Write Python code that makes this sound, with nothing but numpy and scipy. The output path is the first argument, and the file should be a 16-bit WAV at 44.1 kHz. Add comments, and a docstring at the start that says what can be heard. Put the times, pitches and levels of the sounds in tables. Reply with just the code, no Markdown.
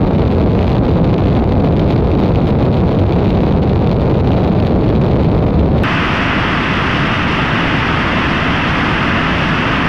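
"""Rocket engine on a test stand

Outdoors, a steady burn, heard from two microphone positions in turn. From across the concrete apron
the plume is a deep roar of eddies, ripped by the crackle of shock fronts; a limiter holds its peaks.
Then, with a tick, we are close beside the nozzle, where fine turbulence makes a harsh, even rush
over a lighter rumble."""
import sys
import numpy as np
from scipy import signal
from scipy.fft import rfft, irfft, next_fast_len
from scipy.io import wavfile
from scipy.ndimage import uniform_filter1d, minimum_filter1d

SR = 44100
rng = np.random.default_rng(int(sys.argv[2]) if len(sys.argv) > 2 else 0)


def to_wav(sig):
    """Store sig (one row per channel, or 1-D mono) as 16-bit WAV at the path in sys.argv[1].

    Samples outside -1..1 are clipped; the rate is SR.
    """
    pcm = np.clip(np.atleast_2d(sig), -1, 1) * 32767
    pcm = np.round(pcm).astype(np.int16)
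    wavfile.write(sys.argv[1], SR, pcm.T)  # frames by channels


N = 435708

# The plume's spectra from across the apron. Each row: frequency in Hz, relative level in dB.
APRON_RUMBLE = [(10, -27.5), (25, -11), (35, -11), (55, -3), (78, -0.5), (120, -1.5), (185, -2), (270, -8),
                (350, -13), (470, -16.5), (700, -22.5), (1000, -32.5), (1600, -42), (9000, -115)]
APRON_ROAR = [(60, -38), (150, -11), (270, 0), (350, 1.5), (470, 1), (700, -5.5), (1000, -12),
              (1400, -17.5), (1800, -29.5), (2600, -37), (7000, -74), (16000, -100)]
APRON_CRACK = [(400, -22), (800, -1.5), (1200, 0.5), (1750, -6.5), (2400, 2.5), (3050, -0.5), (3800, -0.5),
               (4500, -7), (5300, -19), (6700, -25.5), (8000, -41), (11300, -40.5), (12200, -31.5),
               (15500, -39)]
APRON_WASH = [(600, -25.5), (1700, 3), (2300, 1), (3000, -12.5), (4200, -9), (5300, -17.5), (7000, -24.5),
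              (8000, -31), (12500, -29), (16000, -34)]
# The jet's spectra beside the nozzle. Each row: frequency in Hz, relative level in dB.
NOZZLE_RUMBLE = [(10, -38), (30, -15), (50, 1), (75, 3.5), (135, 4.5), (165, 7), (200, 3.5), (300, 3),
                 (345, -4), (390, -6), (600, -49.5), (3000, -110)]
NOZZLE_RUSH = [(200, -4), (450, -5), (600, -6), (670, -3.5), (810, -6.5), (880, -3.5), (940, -4.5),
               (1040, -3), (1180, -2.6), (1240, -0.4), (1410, -3.6), (1550, -3), (1750, -4), (2000, -4),
               (2330, -9.5), (2650, -5.5), (3250, -12.5), (3700, -20), (4500, -66), (9000, -100)]
NOZZLE_HISS = [(2500, -1), (3900, 2.5), (5000, 0), (5800, -4.5), (6400, -12), (7400, -18), (8800, -23),
               (9900, -21.5), (11200, -30), (12300, -31), (14000, -40), (16000, -55)]
# A large eddy throws a volley of shocks. Each row: middle in seconds, length in seconds, rise in dB.
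CRACKLE_SURGES = [(.068, .036, 3), (.606, .035, 5), (.696, .055, 8), (0.9, 0.031, 5), (1.263, .033, 6.5),
                  (1.364, .054, 2.5), (1.524, .02, 6.5), (1.802, .028, 4.5), (1.908, 0.045, 4),
                  (2.106, .042, 3.5), (2.207, 0.017, 7), (2.481, .04, 7), (3.004, .035, 6),
                  (3.265, .095, 4), (4.047, 0.026, -1), (4.257, .046, 1.5), (4.395, .068, 3),
                  (4.464, .048, 4.5), (4.669, .021, 7), (4.84, .03, 3.5), (5.303, .02, 3), (5.769, .043, 3)]
# Between eddies the crackle drops away. Each row: middle in seconds, length in seconds, fall in dB.
CRACKLE_LULLS = [(.099, .045, 6), (0.822, 0.044, 3.5), (1.17, .02, 5), (1.454, 0.052, 7), (2.02, 0.028, 5),
                 (2.53, .024, 4.5), (2.578, 0.023, 6), (3.609, 0.022, 9.5), (3.98, 0.03, 6),
                 (4.229, .021, 12), (4.984, .03, 4.5), (5.401, 0.022, 2), (5.71, .095, 3.5)]
# Chance peaks of the rumble. 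Each row: middle in seconds, pitch in Hz, peak in dB before the limiter.
BASS_SWELLS = [(.12, 90.2, -21), (.5, 98, -13.5), (1.02, 165.3, -16), (1.31, 91.5, -21.5),
               (1.71, 161.7, -16.5), (2.16, 89, -20), (2.37, 102.6, -20), (2.71, 82.4, -19.5),
               (3.13, 108.1, -19), (3.53, 183.4, -18), (4.22, 78.9, -18), (4.4, 121.4, -16),
               (4.64, 82.7, -15), (4.84, 108.2, -14.5), (5.05, 139, -23), (5.33, 101.1, -16),
               (5.45, 175, -20), (5.62, 77, -9)]
# The steepest shocks to reach the microphone. Each row: start in seconds, relative level in dB.
STEEP_SHOCKS = [(.2189, -20), (.5911, -18), (.7527, -26), (.853, -22), (1.142, -14.5), (1.1818, -18.5),
                (1.3296, -22), (1.7963, -16), (1.902, -18), (1.9615, -17.5), (2.2354, -19), (2.358, -14),
                (2.4703, -23), (2.5881, -24), (2.804, -22), (3.123, -14), (3.3053, -16), (3.5239, -20),
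                (3.629, -20), (3.694, -18), (3.8731, -18.5), (3.9145, -15), (3.9983, -22), (4.0996, -20.5),
                (4.143, -18), (4.2353, -22), (4.319, -17), (4.5656, -24), (4.598, -15.5), (5.016, -18),
                (5.594, -17)]

# Thrust is constant, so each layer keeps one base level.
APRON_RUMBLE_DB, ROAR_DB, CRACKLE_DB = -11, -17.5, -36.5
NOZZLE_RUMBLE_DB, RUSH_DB = -16.5, -15.5
FLUTTER_DB, FLUTTER_PER_S = 1.87, 25
THUD_DELAY_S, THUD_LAG_HZ = 0.00039, 656   # a thud follows its crack; below this pitch it trails further
BODY_SHARE = 0.17   # the whole roar follows this share of the crackle's swing
TEAR_HZ, TEAR_SHARE = 750, 0.18   # steeper fronts brighten it: above this pitch, this share more
MOVE_S, JUMP_S, TICK_DB = 5.835, .0003, -15   # the cut from the apron to the nozzle


def from_db(db):
    """Decibels to gain."""
    return 10 ** (np.asarray(db) / 20)


def rms_one(x):
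    """Scale to unit power."""
    return x / np.sqrt(np.mean(x ** 2) + 1e-20)


def coloured(x, spectrum):
    """Causal (minimum-phase) filter with the given spectrum; rms 1."""
    size = 2 * next_fast_len(N // 2 + SR // 10)
    hz, db = np.transpose(spectrum)
    gain = from_db(np.interp(np.log(np.fft.rfftfreq(size, 1 / SR) + 1), np.log(hz), db))
    cepstrum = irfft(np.log(gain))
    response = np.exp(2 * rfft(cepstrum[:size // 2], size))
    return rms_one(irfft(rfft(x, size) * response)[:N])


def drift(per_s):
    """Smooth chance that changes about `per_s` times a second; spread 1."""
    hz = np.fft.rfftfreq(N, 1 / SR)
    return rms_one(irfft(rfft(rng.standard_normal(N)) / (1 + (hz / per_s) ** 2), N))


def steadied(x, span_s):
    """Constant thrust: the power stays near 1 over spans longer than this."""
    return x / np.sqrt(uniform_filter1d(x * x, int(span_s * SR)) + 1e-6)


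def clicks(at, sizes):
    """A click of the given size at each given sample."""
    return np.bincount(np.clip(at, 0, N - 1), sizes, N)


def swell(middle_s, length_s):
    """A bell of height 1 in time; the length is taken where it has fallen to about a third."""
    away = 2 * (np.arange(N) / SR - middle_s) / length_s
    return np.exp(-np.minimum(away * away, 20))


def turbulence(spectrum):
    """Mixing noise of countless eddies; rms 1."""
    return coloured(rng.standard_normal(N), spectrum)


def shock_strength():
    """Swing of the shocks' strength in dB: a chance flutter, surges with the eddies, lulls between."""
    rise = sum(rise_db * swell(s, length_s) for s, length_s, rise_db in CRACKLE_SURGES)
    fall = sum(fall_db * swell(s, length_s) for s, length_s, fall_db in CRACKLE_LULLS)
    return FLUTTER_DB * drift(FLUTTER_PER_S) + rise - fall


def shock_fronts(per_s, spread_db, bunching_db):
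    """Crests swallow their close neighbours, so fronts come at loosely even gaps: (samples, heights)."""
    gaps_s = rng.gamma(5, size=3000) / (5 * per_s)
    at = (np.cumsum(gaps_s) * SR).astype(int)
    heights_db = spread_db * np.clip(rng.standard_normal(len(at)), -2, 2)
    heard = at < N
    return at[heard], from_db(heights_db[heard] + bunching_db * drift(25)[at[heard]])


def wrinkled(at, sizes, share, trail_s):
    """Turbulence folds a share of the fronts into short volleys of equal energy, colouring each crack."""
    draws = rng.random((3000, 9))[:len(at)].T
    folded = draws[0] < share
    lags = (draws[1:5] ** 2 * trail_s * SR).astype(int)
    parts = (2 * draws[5:] - 1) * folded
    sizes = sizes / np.sqrt(1 + np.sum(parts ** 2, axis=0))
    return clicks(at, sizes) + sum(clicks(at + lag, sizes * part) for lag, part in zip(lags, parts))


def shock_cracks(at, heights, spread_db, ceiling_db):
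    """Steeper fronts crack louder, but the steepest lose the most on their way to the microphone."""
    steepness = heights * from_db(spread_db * rng.standard_normal(N)[at])
    return wrinkled(at, np.tanh(steepness / from_db(ceiling_db)), share=.92, trail_s=.0024)


def dispersed(x, corner_hz):
    """All-pass smear: the lower the pitch, the later it arrives."""
    pole = np.exp(-2 * np.pi * corner_hz / SR)
    return signal.sosfilt([[-pole, 1, 0, 1, -pole, 0]] * 4, x)


def brightened(x, corner_hz, lift_db):
    """A treble shelf whose height moves in time."""
    low = signal.sosfiltfilt(signal.butter(2, corner_hz, fs=SR, output="sos"), x)
    return low + from_db(lift_db) * (x - low)


def plume_roar(at, heights, swing_db, blunt_db):
    """Each shock adds a thud; blunt fronts from far down the plume thud too, without cracking."""
    blunt = clicks(*shock_fronts(per_s=70, spread_db=3.0, bunching_db=1.0))
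    fronts = clicks(at + int(THUD_DELAY_S * SR), heights) + from_db(blunt_db) * blunt
    thuds = steadied(dispersed(coloured(fronts, APRON_ROAR), THUD_LAG_HZ), span_s=.25)
    return from_db(ROAR_DB + BODY_SHARE * swing_db) * brightened(thuds, TEAR_HZ, TEAR_SHARE * swing_db)


def plume_crackle(cracks, swing_db, wash_db):
    """The cracks arrive direct; steelwork and ground scatter a weak wash between them."""
    direct = steadied(coloured(cracks, APRON_CRACK), span_s=0.045)
    wash = from_db(wash_db) * turbulence(APRON_WASH)
    return from_db(CRACKLE_DB + swing_db) * (direct + wash)


def bass_swells(length_s, wander):
    """Brief, unsteady low tones: chance peaks of the rumble, with one distinct 77 Hz boom near 5.6 s."""
    clock = np.cumsum(1 + wander * drift(8)) / SR
    return sum(from_db(db) * swell(s, length_s) * np.sin(2 * np.pi * hz * clock)
               for s, hz, db in BASS_SWELLS)


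def snaps(trail_s, boost_db):
    """The steepest fronts stand out of the crackle as single snaps."""
    start_s, level_db = np.transpose(STEEP_SHOCKS)
    fronts = wrinkled((start_s * SR).astype(int), from_db(level_db), share=0.95, trail_s=trail_s)
    sound = coloured(fronts, APRON_CRACK)
    return from_db(level_db.max() + boost_db) * sound / np.abs(sound).max()


def across_apron():
    """Microphone well back, across the concrete: big eddies rumble, and the shocks both thud and crack."""
    swing_db = shock_strength()
    at, heights = shock_fronts(per_s=215, spread_db=2.5, bunching_db=1.5)
    cracks = shock_cracks(at, heights, spread_db=5.5, ceiling_db=3.0)
    rumble = from_db(APRON_RUMBLE_DB) * steadied(turbulence(APRON_RUMBLE), span_s=0.2)
    roar = plume_roar(at, heights, swing_db, blunt_db=-1.5)
    crackle = plume_crackle(cracks, swing_db, wash_db=-8.0)
    swells = bass_swells(length_s=.26, wander=0.0311)
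    return rumble + roar + crackle + swells + snaps(trail_s=0.0042, boost_db=3.0)


def beside_nozzle(hiss_db, waver_db):
    """Microphone close to the jet, before shocks form: turbulence rumbles, rushes and hisses."""
    rumble = steadied(turbulence(NOZZLE_RUMBLE), span_s=0.28)
    rush = turbulence(NOZZLE_RUSH)
    hiss = from_db(hiss_db + waver_db * drift(16)) * turbulence(NOZZLE_HISS)
    return from_db(NOZZLE_RUMBLE_DB) * rumble + from_db(RUSH_DB) * (rush + hiss)


def scene():
    """One mono channel that cuts, with a tick, from the distant position to the close one."""
    far = across_apron()
    near = beside_nozzle(hiss_db=-19.0, waver_db=.5)
    moved = np.clip((np.arange(N) / SR - MOVE_S) / JUMP_S, 0, 1)
    tick = clicks([int(MOVE_S * SR)], from_db([TICK_DB]))
    return ((1 - moved) * far + moved * near + tick)[None]


def limiter(x, knee, ceiling, hold_s):
    """Looks ahead and turns the gain down smoothly around each peak."""
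    peak = np.abs(x) + 1e-9
    headroom = ceiling - knee
    allowed = np.minimum(peak, knee + headroom * np.tanh(np.maximum(peak - knee, 0) / headroom))
    size = int(hold_s * SR)
    gain = minimum_filter1d(allowed / peak, 2 * size)
    return x * uniform_filter1d(uniform_filter1d(gain, size), size)


def record(dry):
    """Behind the microphone, a limiter holds the peaks and a steep low-pass cuts the top."""
    held = limiter(dry, knee=0.32, ceiling=0.71, hold_s=0.0039)
    low_pass = signal.cheby2(16, 70, 16300, fs=SR, output="sos")   # 70 dB down from 16300 Hz
    return signal.sosfilt(low_pass, held)


dry = scene()
out = record(dry)
to_wav(out)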